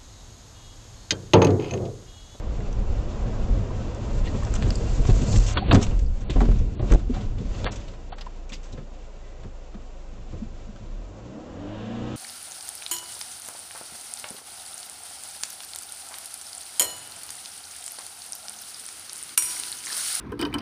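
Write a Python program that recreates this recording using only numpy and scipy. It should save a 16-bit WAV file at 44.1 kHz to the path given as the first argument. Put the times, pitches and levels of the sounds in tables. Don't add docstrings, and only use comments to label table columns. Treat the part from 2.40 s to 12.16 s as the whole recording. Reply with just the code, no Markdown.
import sys
import numpy as np
from scipy import signal
from scipy.fft import rfft, irfft
from scipy.io import wavfile
from scipy.ndimage import uniform_filter1d

SR = 44100
rng = np.random.default_rng(int(sys.argv[2]) if len(sys.argv) > 2 else 0)


def store_pcm(level_fs):
    pcm = np.round(np.clip(level_fs, -1, 1) * 32767).astype(np.int16)
    wavfile.write(sys.argv[1], SR, np.atleast_2d(pcm).T)


def attenuation_scalar(level_db):
    decades = np.asarray(level_db, float) / 20
    return 10 ** decades


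N = 430416

# start in seconds, peak in dB, panel in Hz, cabin boom in dB.
THUDS = [(1.099, -39.5, 95.6, -7.5), (1.943, -14, 97.6, -29), (2.263, -17.5, 83, -9),
         (2.688, -8, 112.6, -22), (3.001, -23, 108, -27.5), (2.933, -16, 115, -11.5),
         (2.975, -29.5, 103.6, -6.5), (3.164, -15, 82, -42), (3.286, -15, 108, -10.5),
         (3.328, 3.5, 109, -11.5), (3.342, -7.5, 83.3, -25), (3.366, -11.5, 92, -14.5),
         (3.385, -41, 73.3, -30), (3.518, -22, 150, -15), (3.894, -15, 132, -33), (3.957, -11.5, 70.6, -6),
         (4.01, -10.5, 66, -25), (4.082, -14, 115, -6.5), (4.196, -24, 131, -32), (4.394, -15, 121, -26.5),
         (4.423, -17.5, 73, -15), (4.689, -39, 72.7, -32.5), (2.955, -24, 140.4, -40.5),
         (4.971, -31, 96.7, -25), (5.243, -20, 106.6, -22.5)]
# start in seconds, peak in dB, panel in Hz.
SETTLING = [
    (6.115, -38.5, 215),
    (6.329, -32.5, 78),
    (6.381, -33, 147),
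    (6.764, -41.5, 71.3),
    (7.042, -32, 97),
    (7.336, -40.5, 118),
    (7.93, -27, 88.4),
]
# start in seconds, peak in dB, clack relative to peak in dB, T60 in seconds.
CRUNCHES = [(1.852, -35, -11, 0.17), (2.07, -40, 12.5, .044), (2.2264, -32.5, 2, 0.21),
            (2.696, -27, -1.5, 0.084), (2.925, -28.5, -2.5, 0.086), (2.959, -25.5, -18, 0.058),
            (3.1719, -14, 5, 0.042), (3.158, -30.5, 9.5, .04), (3.3128, -5.5, 2.5, 0.034),
            (3.3283, -18.5, 7, 0.057), (3.345, -12.5, 2.5, .04), (3.3557, -18, 1, .025),
            (3.363, -20, 4, .012), (3.935, -35.5, -3, .12), (4.054, -40.5, 9, .04),
            (4.113, -39.5, 8.5, 0.066), (4.16, -39.5, -1, 0.055), (3.4673, -27, -0.5, 0.031),
            (3.9005, -24, -10, 0.084), (4.005, -30.5, 10.5, 0.043), (4.015, -32, 7, 0.031),
            (4.396, -39, 0, 0.088), (4.5002, -35.5, 10.5, 0.044), (4.5927, -42, 8, 0.06),
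            (4.743, -36, 5, 0.13), (4.812, -37.5, 2, 0.14), (4.984, -35, -11, 0.041)]
# start in seconds, peak in dB, relative clack in dB, T60 in seconds.
SHATTERS = [(2.153, -28, 1.5, 0.076), (2.6724, -32.5, 2, 0.14), (2.818, -30, -13, 0.043),
            (3.0653, -27.5, -7, 0.073), (3.085, -27, 1, 0.26), (3.416, -27.5, 4, 0.072),
            (3.429, -21.5, -3, 0.081), (3.5926, -35, -9.5, 0.046), (3.81, -45.5, 4.5, 0.11),
            (4.189, -40, -11, 0.057), (4.516, -29, 8.5, 0.007), (4.518, -23, 11, .04),
            (4.539, -27, 2.5, .058), (5.323, -35.5, 2, 0.15), (5.36, -34.5, -14, 0.071),
            (6.0954, -40.5, 1, 0.091), (6.135, -35.5, -5.5, 0.13), (6.239, -45.5, 3, 0.24),
            (6.326, -41.5, -4, 0.082)]
# start in seconds, peak in dB, clack relative to peak in dB.
DEBRIS = [(5.1484, -38, 1.5), (5.2554, -24.5, 2.5), (5.2652, -25.5, 12.5), (5.2894, -38, -3),
          (5.482, -35.5, -0.5), (5.537, -43.5, 5), (5.7238, -33, 6.5), (5.783, -36, 4.5),
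          (5.8107, -31.5, 0.5), (5.8627, -44, 9), (6.123, -28.5, -2.5), (6.3763, -48, 13.5),
          (7.0342, -48, 11.5), (7.3442, -49, 11)]
# start in seconds, peak in dB, fizz relative to peak in dB.
GRIT_TICKS = [(0.204, -33, -4.5), (0.3286, -34.5, 3.5), (2.0325, -28, -0.5), (2.0504, -28, 3),
              (2.1398, -26.5, 2.5), (2.225, -24.5, -19), (2.3048, -20, -1.5), (2.3555, -34.5, 0.5),
              (2.408, -35, -9.5), (2.6531, -20, -23.5), (2.9795, -21, -15), (3.512, -35, -13),
              (5.2447, -16.5, -17), (8.361, -37, -13), (4.017, -27, -3), (4.699, -44.5, -7),
              (6.767, -46, -9), (8.746, -48, -5.5), (2.2, -37.5, -1), (1.548, -42, 3)]
# start in seconds, peak in dB, note in Hz, T60
# in seconds.
PINGS = [(1.304, -31.5, 1010, 0.048), (1.664, -35, 1010, .06), (1.857, -38.5, 2880, 0.087),
         (1.871, -35, 1900, 0.075), (1.874, -38, 4140, .04), (3.347, -21.5, 6160, 0.025),
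         (4.5155, -15, 6300, 0.017), (4.695, -18, 243, 0.077), (4.697, -26, 413, 0.046),
         (5.725, -22.5, 800, 0.024), (7.044, -26.5, 139.7, 0.085), (7.349, -31, 201, 0.074),
         (8.008, -28, 218, 0.17), (8.286, -31, 205, 0.13), (6.379, -35, 480, 0.057),
         (5.864, -31, 940, 0.042), (6.126, -40, 2550, 0.098), (6.128, -40.5, 4940, 0.1),
         (1.852, -43, 2136, .1), (1.853, -48, 3450, 0.052), (2.021, -35, 1116, .05),
         (2.924, -16.5, 105.4, 0.49), (3.173, -23, 1093, .05), (3.173, -22, 1490, .04),
         (3.175, -21.5, 3310, .05), (3.221, -22.5, 764, .06), (3.314, -25, 1790, 0.03),
         (3.314, -20.5, 2750, 0.043), (3.51, -39.5, 2670, 0.035), (3.662, -46, 4870, 0.046),
         (4.03, -23, 232.5, 0.21), (4.087, -22, 219.4, .12), (4.397, -26.5, 643, .05),
         (4.76, -35, 760, 0.13), (5.809, -44, 3240, .05), (5.809, -40, 5000, .05), (6.095, -40, 2500, .04),
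         (6.128, -42, 2191, 0.097), (6.127, -44.5, 3950, 0.081), (6.14, -43, 4650, .08),
         (6.327, -45, 3900, 0.054), (6.327, -47, 5200, 0.027), (6.83, -43, 123, .12),
         (6.975, -36, 125, 0.14), (7.698, -43, 179.4, 0.43), (6.8, -56, 2000, 0.72),
         (.328, -42.5, 5720, .02), (2.034, -35, 1800, 0.017), (2.034, -35.5, 7240, 0.017),
         (2.1395, -29.5, 7340, .02), (2.1395, -30, 1430, 0.017), (2.2238, -36.5, 2400, 0.022),
         (2.305, -22, 4900, .015), (2.305, -28, 2400, 0.013), (2.3555, -28.5, 4900, 0.013),
         (2.3555, -27.5, 7350, 0.013), (2.407, -23.5, 480, .07), (3.204, -28.5, 700, 0.036),
         (4.006, -23, 800, 0.043), (4.018, -35, 6240, 0.013), (5.269, -24.5, 1290, .04),
         (5.256, -24, 453, .05), (5.266, -29.5, 594, 0.046), (8.363, -46, 1500, 0.022),
         (.204, -38, 1900, .025), (4.5155, -24, 2800, .012), (6.128, -43, 3020, .1), (6.128, -44, 3530, .1),
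         (4.01, -25.5, 1154, 0.035)]

# time in seconds, firing rate in Hz, effort in dB.
ENGINE = [(5.3, 29.55, -2), (6.07, 28.94, 3), (6.6, 27.38, -1.5), (7.88, 25.74, 0.5), (8.29, 26.63, 0),
          (8.38, 28.24, -5.5), (8.54, 31.78, 7), (8.67, 45.2, -2.5), (8.81, 55.9, -5), (8.88, 61.25, -2.5),
          (8.96, 71.45, -6.5), (9.03, 79.3, -13), (9.22, 96.5, 1.5), (9.39, 108.8, -3.5), (9.6, 117.8, 4.5),
          (9.76, 125, 3)]
# multiple of firing rate, level in dB.
ORDERS = [(.5, -14.5), (1.5, -4), (1.75, 0), (2.5, -3), (3, 0.5), (3.5, -7.5), (4, -3.5), (5, -8.5),
          (6, -3), (6.5, -1), (7, -23), (8, -11), (10.5, -19.5), (11, -24.5)]
# multiple of firing rate,
# level in dB.
MORE_ORDERS = [(.75, -10), (1.25, -12), (2.25, -10), (2.75, -11.5), (3.25, -15), (3.75, -13.5),
               (4.25, -7.5), (4.5, -11), (5.5, -13), (7.5, -17), (9, -11), (9.5, -11.5), (10, -11.5)]
# centre in Hz, width in Hz, lift in dB.
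CABIN = [(125, 26, -7.5), (205, 71, 10.5), (309, 47, 12.5), (480, 47, 6), (626, 43, 10), (690, 70, -9.5),
         (740, 30, 5.5), (800, 50, -5), (1280, 73, 15)]
# frequency in Hz, level in dB.
EXHAUST = [(20, -40.5), (45, -37.5), (76, -56), (87, -45), (125, -41.5), (185, -48), (230, -32.5),
           (262, -50)]
# frequency in Hz, level in dB per Hz.
INTAKE_COLOUR = [(700, -34.5), (1350, 0.5), (1650, 5.5), (2100, -5.5), (2900, 3), (3600, -1.5),
                 (4600, -11.5), (7000, -26)]

# time in seconds, level in dB.
SCRAPE = [
    [(1.75, -58.5), (2.102, -56), (2.666, -50.5), (2.854, -45.5), (2.982, -38), (3.1, -48.5)],
    [(3.37, -87.5), (3.478, -61.5), (3.75, -65)],
]
# frequency in Hz, level in dB per Hz.
SCRAPE_COLOUR = [(2500, -31.5), (4300, 2), (5500, 0.5), (7300, 5.5), (8000, -5.5), (9000, -25)]

# frequency in Hz, level in dB per Hz.
BOOM_COLOUR = [(7.1, -33), (12, -6.5), (38, -0.5), (90, -16.5), (120, -40.5), (200, -120)]
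# frequency in Hz, level in dB per Hz.
DRUMMING_COLOUR = [(35, -34.5), (60, -3.5), (113, -3), (141, -9.5), (172, -12), (205, -9), (322, -21.5),
                   (407, -23), (480, -20.5), (620, -73.5), (1060, -120)]
# frequency in Hz, level in dB per Hz.
ROAR_COLOUR = [(190, -5.5), (330, 1), (389, -1), (464, 0.5), (566, 0.5), (662, -3.5), (854, -7), (1010, -9),
               (1800, -19.5), (2340, -25.5), (3960, -120)]
# frequency in Hz, level in dB per Hz.
HISS_COLOUR = [(760, -42.5), (1300, -3), (1470, -1), (1620, -2.5), (2110, 0), (2630, 1), (4150, -3),
               (4930, -4.5), (7310, -4), (7840, -15), (8480, -23), (11000, -58.5), (18700, -120)]
# time in seconds, boom in dB.
BOUNCE = [(0, -28.5), (.36, -23), (.87, -25.5), (1.4, -30), (1.76, -27.5), (2.18, -22.5), (2.63, -17),
          (2.95, -19.5), (3.12, -22), (3.31, -36.5), (3.39, -22), (3.65, -21.5), (3.85, -28), (4.26, -20),
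          (4.49, -45), (4.63, -22.5), (5.4, -33.5), (5.6, -56.5)]
# time in seconds, drumming in dB.
ROUGHNESS = [(0, -37), (.4, -35), (.95, -29), (1.4, -31.5), (1.76, -29), (2.0, -30.5), (2.37, -27.5),
             (2.63, -27.5), (2.93, -21.5), (3.12, -41)]
# peak time in seconds, drumming in dB, grinding in dB, 20 dB fade in seconds.
SHOVES = [
    (3.328, -18, -33, 0.28),
    (3.97, -31.5, -42, 0.57),
    (4.148, -28, -48.5, 0.68),
    (4.49, -23, -40, 0.2),
    (4.77, -27.5, -41.5, 0.23),
    (5.0, -26, -53, 0.14),
    (5.21, -33.5, -39.5, .5),
    (8.07, -42, -56.5, 1.0),
    (8.45, -44.5, -65, 0.4),
]
# boom, drumming, roar, hiss, all in dB.
REST_DB = (-52.5, -53.5, -52.5, -59.5)

# centre in Hz, width in Hz, lift in dB.
MOUNT = [(108, 8.9, 2), (453, 36, -2.5), (552, 47, 1), (725, 64, 2), (873, 58, -4.5), (1010, 78, 1.5),
         (1255, 40, 0.5), (1296, 24, 1.5), (1656, 86, 1.5), (1706, 67, -5.5), (2160, 90, -3.5),
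         (2750, 71, 2.5), (3320, 73, -2.5), (3460, 17, 5.5), (4050, 44, -7.5)]
# frequency in Hz, level in dB.
MIRROR = [(7300, -1), (7700, 2.5), (8000, -1), (8500, -13), (8900, -36.5), (11300, -27), (12500, -46),
          (14000, -54.5), (15100, -57.5), (15600, -81)]
# start in seconds, end in seconds.
DROPOUTS = [
    (3.139, 3.326),
    (3.843, 3.899),
    (4.354, 4.414),
    (5.25, 5.309),
    (5.698, 5.758),
]

BOOM_HZ, PANEL_CYCLES_PER_T60 = 42.16, 12
SETTLING_T60_S, SETTLING_BOOM_DB = 0.23, -20
SLAM_S, SLAM_DB, SLAM_LASTS_S = 4.5125, -3, 0.046
METAL_FIZZ_DB, GLASS_FIZZ_DB, DEBRIS_FIZZ_DB = -16, 0.5, -22.5
DEBRIS_T60_S, TICK_CLACK_DB, TICK_T60_S = 0.06, 4, 0.0076

IDLE_HZ, SECOND_DB, EFFORT_SHARE = 29, -2.5, 0.61
PULL_DB, PULL_HZ, PULL_WIDTH_HZ = 9, 72, 9
EASE_HZ, EASE_DB_PER_HZ = 103, 0.04
# dB at four times idle, dB per octave of revs
REV_DRUMMING, REV_ROAR, REV_HISS = (-47, 16), (-41.5, 6.4), (-58, 44)
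REV_INTAKE, REV_ORDERS = (-44.5, 42), (-49.5, 9)
INTAKE_FULL_DB = -48

STOP_S, STOP_DB_PER_S = 3.54, 142.5
ROAR_DB, ROAR_FOLLOWS, WIND_DB, WIND_FOLLOWS = -39.5, 0.4, -52, 0.35
BRAKE_S, BRAKE_HISS_DB, BRAKE_DB_PER_S = 1.66, -56, 7.5
SHOVE_RISE_SHARE, GRIND_HISS_DB, BOUNCE_DRUMS_DB = 0.64, -6.5, -15
REST_DUCKS, DUCK_FROM_DB = 0.74, -30

OVERLOAD_LEVEL, CAMERA_HZ = 0.44, 16000
LINE_CONTRAST, CONTRAST_FROM_HZ = 0.23, 200
DROP_HZ, DROP_DB = 4600, -37
CLICK_S, CLICK_DB = 3.3135, -28


def at_hz(points, hz):
    point_hz, point_db = np.transpose(points)
    return np.interp(np.log(hz), np.log(point_hz), point_db, left=-150, right=-150)


def in_time(rows):
    s, *columns = np.transpose(rows)
    return [np.interp(np.arange(N) / SR, s, column) for column in columns]


def rms_one(x):
    return x / np.sqrt(np.mean(x ** 2) + 1e-20)


def power_sum(*levels_db):
    return 10 * np.log10(sum(attenuation_scalar(2 * np.asarray(db)) for db in levels_db))


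def drift(rate_hz):
    r = np.exp(-80 * np.pi * rate_hz / SR)
    slow = signal.lfilter([1], [1, -2 * r, r * r], rng.standard_normal(N // 40 + 2002))[2000:]
    return np.interp(np.arange(N) / 40, np.arange(len(slow)), rms_one(slow))


def coloured(spectrum, flicker_db, flicker_hz):
    hz = np.maximum(np.arange(N // 2 + 1) * SR / N, 1)
    noise = irfft(rfft(rng.standard_normal(N)) * attenuation_scalar(at_hz(spectrum, hz)), N)
    return rms_one(noise * attenuation_scalar(flicker_db * drift(flicker_hz)))


def band(x, low_hz, high_hz):
    return signal.sosfilt(signal.butter(2, [low_hz, high_hz], "band", fs=SR, output="sos"), x)


def thuds():
    out, t = np.zeros(N + SR), np.arange(SR // 2) / SR
    shaking = rms_one(band(rng.standard_normal(N + SR), 70, 334))
    blows = [(s, db, hz, PANEL_CYCLES_PER_T60 / hz, boom_db) for s, db, hz, boom_db in THUDS]
    blows += [(s, db, hz, SETTLING_T60_S, db + SETTLING_BOOM_DB) for s, db, hz in SETTLING]
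    for s, peak_db, hz, t60_s, boom_db in blows:
        i = round(s * SR)
        dying = attenuation_scalar(-60 * t / max(t60_s, 0.02)) * (1 - np.exp(-t / 0.0037))
        sagging = 2 * np.pi * hz * t * (1 - 1.0 * t)
        panel = attenuation_scalar(peak_db) * dying * (0.93 * np.sin(sagging) + 0.59 * shaking[i:i + len(t)])
        boom_envelope = attenuation_scalar(boom_db - 60 * t / (2.1 * t60_s + 0.037)) * (1 - np.exp(-t / 0.0055))
        boom = boom_envelope * np.sin(2 * np.pi * BOOM_HZ * t)
        out[i:i + len(t)] -= panel + boom
    return out[:N]


def slam():
    t = np.arange(N) / SR - SLAM_S
    after_s = t - SLAM_LASTS_S
    level_db = SLAM_DB - 20.3 * np.clip(after_s / 0.0034, 0, 1) - 85 * np.clip(after_s, 0, 1)
    heave = np.clip(t / 0.036 + 0.72, 0, 1) * (t > 0) * attenuation_scalar(level_db)
    shudder = rms_one(band(rng.standard_normal(N), 130, 380))
    return -heave * (np.sin(2 * np.pi * BOOM_HZ * t) + 0.2 * shudder)


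def fractures(rows, spread_db, rise_share):
    sizes = attenuation_scalar(spread_db * rng.exponential(1, N)) * rng.choice([-1, 1], N)
    grains = sizes * (rng.random(N) < 12000 / SR)
    bands_hz = [(450, 1860), (1500, 4100), (4700, 6820)]
    carriers = [rms_one(band(grains, low_hz, high_hz)) for low_hz, high_hz in bands_hz]
    power, t = np.zeros((3, N + SR)), np.arange(SR // 4) / SR
    for s, peak_db, clack_db, fizz_db, t60_s in rows:
        levels_db = peak_db + np.array([[clack_db - 4], [-3], [fizz_db - 2.0]])
        lasting_s = max(t60_s, 0.004) * np.array([[1.3], [1], [0.85]])
        rise = 1 - np.exp(-t / (rise_share * lasting_s))
        i = round((s - rise_share * t60_s) * SR)
        power[:, i:i + len(t)] += attenuation_scalar(2 * (levels_db - 60 * t / lasting_s)) * rise ** 2
    return np.sum(np.sqrt(power[:, :N]) * carriers, axis=0)


def breakage():
    bursts = [(s, db, clack_db, METAL_FIZZ_DB, t60_s) for s, db, clack_db, t60_s in CRUNCHES]
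    bursts += [(s, db, clack_db, GLASS_FIZZ_DB, t60_s) for s, db, clack_db, t60_s in SHATTERS]
    bursts += [(s, db, clack_db, DEBRIS_FIZZ_DB, DEBRIS_T60_S) for s, db, clack_db in DEBRIS]
    return fractures(bursts, spread_db=2.5, rise_share=0.05)


def grit():
    ticks = [(s, db, TICK_CLACK_DB, fizz_db, TICK_T60_S) for s, db, fizz_db in GRIT_TICKS]
    return fractures(ticks, spread_db=3.0, rise_share=0.039)


def pings():
    out, t = np.zeros(N), np.arange(SR // 4) / SR
    for s, peak_db, hz, t60_s in PINGS:
        noise = rng.standard_normal(2 * len(t))
        rattle = rms_one(band(noise, hz / 1.1, hz * 1.093)[len(t):])
        note = np.sin(2 * np.pi * hz * t) + 1.07 * rattle
        envelope = attenuation_scalar(peak_db - 60 * t / t60_s) * (1 - np.exp(-t / (0.07 * t60_s)))
        i = round(s * SR)
        out[i:i + len(t)] += note * envelope
    return out


def revved(law):
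    top_db, db_per_octave = law
    return top_db + db_per_octave * (np.log2(in_time(ENGINE)[0] / IDLE_HZ) - 2)


def orders(table, turn):
    firing_hz, effort_db = in_time(ENGINE)
    pull_db = PULL_DB / (1 + ((firing_hz - PULL_HZ) / PULL_WIDTH_HZ) ** 2)
    ease_db = EASE_DB_PER_HZ * np.maximum(firing_hz - EASE_HZ, 0)
    load_db = revved(REV_ORDERS) + EFFORT_SHARE * effort_db + pull_db - ease_db
    out = np.zeros(N)
    for multiple, level_db in table:
        hz = multiple * firing_hz[::64]
        lift_db = sum(top_db / (1 + (2 * (hz - centre_hz) / width_hz) ** 2)
                      for centre_hz, width_hz, top_db in CABIN)
        gain = np.repeat(attenuation_scalar(level_db + lift_db), 64)[:N]
        waver_db = 1.5 * drift(5)
        out += attenuation_scalar(load_db + waver_db) * gain * np.cos(multiple * turn + rng.uniform(0, 2 * np.pi))
    return out * (np.arange(N) / SR > ENGINE[0][0])


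def engine():
    firing_hz, effort_db = in_time(ENGINE)
    first_db = effort_db + at_hz(EXHAUST, firing_hz)
    second_db = SECOND_DB + EFFORT_SHARE * effort_db + at_hz(EXHAUST, 2 * firing_hz)
    turn = 2 * np.pi * np.cumsum(firing_hz * (1 + 0.0012 * drift(7.6))) / SR
    low_orders = attenuation_scalar(first_db + 5.0) * np.cos(turn) + attenuation_scalar(second_db + 2.5) * np.cos(2 * turn)
    fade_in = np.clip((np.arange(N) / SR - ENGINE[0][0]) / 0.17, 0, 1)
    return low_orders * fade_in + orders(ORDERS, turn)


def more_orders():
    return orders(MORE_ORDERS, 2 * np.pi * np.cumsum(in_time(ENGINE)[0]) / SR)


def intake():
    level_db = -power_sum(-revved(REV_INTAKE), -INTAKE_FULL_DB)
    return attenuation_scalar(level_db) * coloured(INTAKE_COLOUR, 0.86, 20)


def scrape():
    braking, shoving = SCRAPE
    level_db, = in_time([(1.6, -100)] + braking + [(3.2, -38)] + shoving + [(3.9, -76)])
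    return attenuation_scalar(level_db + 1.5) * coloured(SCRAPE_COLOUR, 2.7, 22)


def shove_levels_db():
    t = np.arange(N) / SR
    drumming, grinding = [], []
    for s, drum_db, grind_db, fade_s in SHOVES:
        fade_db = -20 * np.maximum((t - s) / fade_s, (s - t) / (fade_s * SHOVE_RISE_SHARE))
        drumming.append(drum_db + fade_db)
        grinding.append(grind_db + fade_db)
    return power_sum(*drumming), power_sum(*grinding)


def road():
    t = np.arange(N) / SR
    (bounce_db,), (rough_db,) = in_time(BOUNCE), in_time(ROUGHNESS)
    stop_db = -STOP_DB_PER_S * np.maximum(t - STOP_S, 0)
    swing_db = rough_db - np.mean(ROUGHNESS, axis=0)[1]
    outside_braking_s = np.maximum(np.maximum(BRAKE_S - t, t - SHOVES[0][0]), 0)
    brake_db = BRAKE_HISS_DB + BRAKE_DB_PER_S * (np.minimum(t, STOP_S) - BRAKE_S)
    brake_db = brake_db - STOP_DB_PER_S * outside_braking_s
    shove_db, grind_db = shove_levels_db()
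    duck_db = REST_DUCKS * np.maximum(bounce_db - DUCK_FROM_DB, 0)
    rest_boom_db, rest_drum_db, rest_roar_db, rest_hiss_db = [db - duck_db for db in REST_DB]
    rev_drum_db = revved(REV_DRUMMING)
    boom_db = power_sum(bounce_db, rest_boom_db, rev_drum_db)
    drum_db = power_sum(rough_db + stop_db, shove_db, bounce_db + BOUNCE_DRUMS_DB, rest_drum_db, rev_drum_db)
    rolling_db = ROAR_DB + ROAR_FOLLOWS * swing_db + stop_db
    roar_db = power_sum(rolling_db, grind_db, rest_roar_db, revved(REV_ROAR))
    wind_db = WIND_DB + WIND_FOLLOWS * swing_db + stop_db
    hiss_db = power_sum(wind_db, brake_db, grind_db + GRIND_HISS_DB, rest_hiss_db, revved(REV_HISS))
    boom = attenuation_scalar(boom_db) * coloured(BOOM_COLOUR, 2.4, 9.7)
    drumming = attenuation_scalar(drum_db) * coloured(DRUMMING_COLOUR, 1.86, 10.0)
    roar = attenuation_scalar(roar_db) * coloured(ROAR_COLOUR, 0.36, 16)
    hiss = attenuation_scalar(hiss_db) * coloured(HISS_COLOUR, 0.99, 14)
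    return boom + drumming + roar + hiss


def mount(x):
    for hz, width_hz, lift_db in MOUNT:
        r = np.exp(-np.pi * width_hz / SR)
        poles = [1, -2 * r * np.cos(2 * np.pi * hz / SR), r * r]
        ringing = signal.lfilter([(1 - r * r) / 2, 0, (r * r - 1) / 2], poles, x)
        x = x + (attenuation_scalar(lift_db) - 1) * ringing
    return x


def scene():
    crash = thuds() + slam() + breakage() + grit() + pings()
    motor = engine() + more_orders() + intake()
    return mount(crash + motor + scrape() + road())[None]


def line_contrast(x):
    hz, _, lines = signal.stft(x, SR, nperseg=2048)
    height = np.abs(lines) + 1e-12
    contrast = (LINE_CONTRAST * (hz > CONTRAST_FROM_HZ))[:, None]
    pushed = lines * (height / uniform_filter1d(height, size=15, axis=-2)) ** contrast
    power_before = uniform_filter1d(height ** 2, size=15, axis=-2)
    power_after = uniform_filter1d(np.abs(pushed) ** 2, size=15, axis=-2)
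    pushed *= np.sqrt(power_before / power_after)
    return signal.istft(pushed, SR, nperseg=2048)[1][..., :N]


def coarse_sampling(x):
    t, hz = np.arange(N) / SR, np.arange(1, N // 2 + 2) * SR / N
    x = irfft(rfft(x) * (hz < CAMERA_HZ / 2), N)
    mirrored = x * (1 + 2 * np.cos(2 * np.pi * CAMERA_HZ * t))
    return irfft(rfft(mirrored) * attenuation_scalar(at_hz([(0.88, 0.022)] + MIRROR, hz)), N)


def treble_dropouts(x):
    t = np.arange(N) / SR
    dull = signal.sosfiltfilt(signal.cheby2(16, 30, DROP_HZ + 150, fs=SR, output="sos"), x)
    lost = sum((t > start_s) & (t < end_s) for start_s, end_s in DROPOUTS)
    return x + uniform_filter1d(lost * 1.0, size=90) * (1 - attenuation_scalar(DROP_DB)) * (dull - x)


def band_limit(x):
    return signal.sosfilt(signal.butter(12, 15750, fs=SR, output="sos"), x)


def record(dry):
    x = OVERLOAD_LEVEL * np.tanh((np.abs(dry) / OVERLOAD_LEVEL) ** 4) ** (1 / 4) * np.sign(dry)
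    x = signal.sosfilt(signal.butter(1, 1.5, "high", fs=SR, output="sos"), x)
    x = treble_dropouts(coarse_sampling(line_contrast(x)))
    click = np.arange(N) // 2 == round(CLICK_S * SR / 2)
    mix = x + attenuation_scalar(CLICK_DB) * click
    return band_limit(mix)


dry = scene()
out = record(dry)
store_pcm(out)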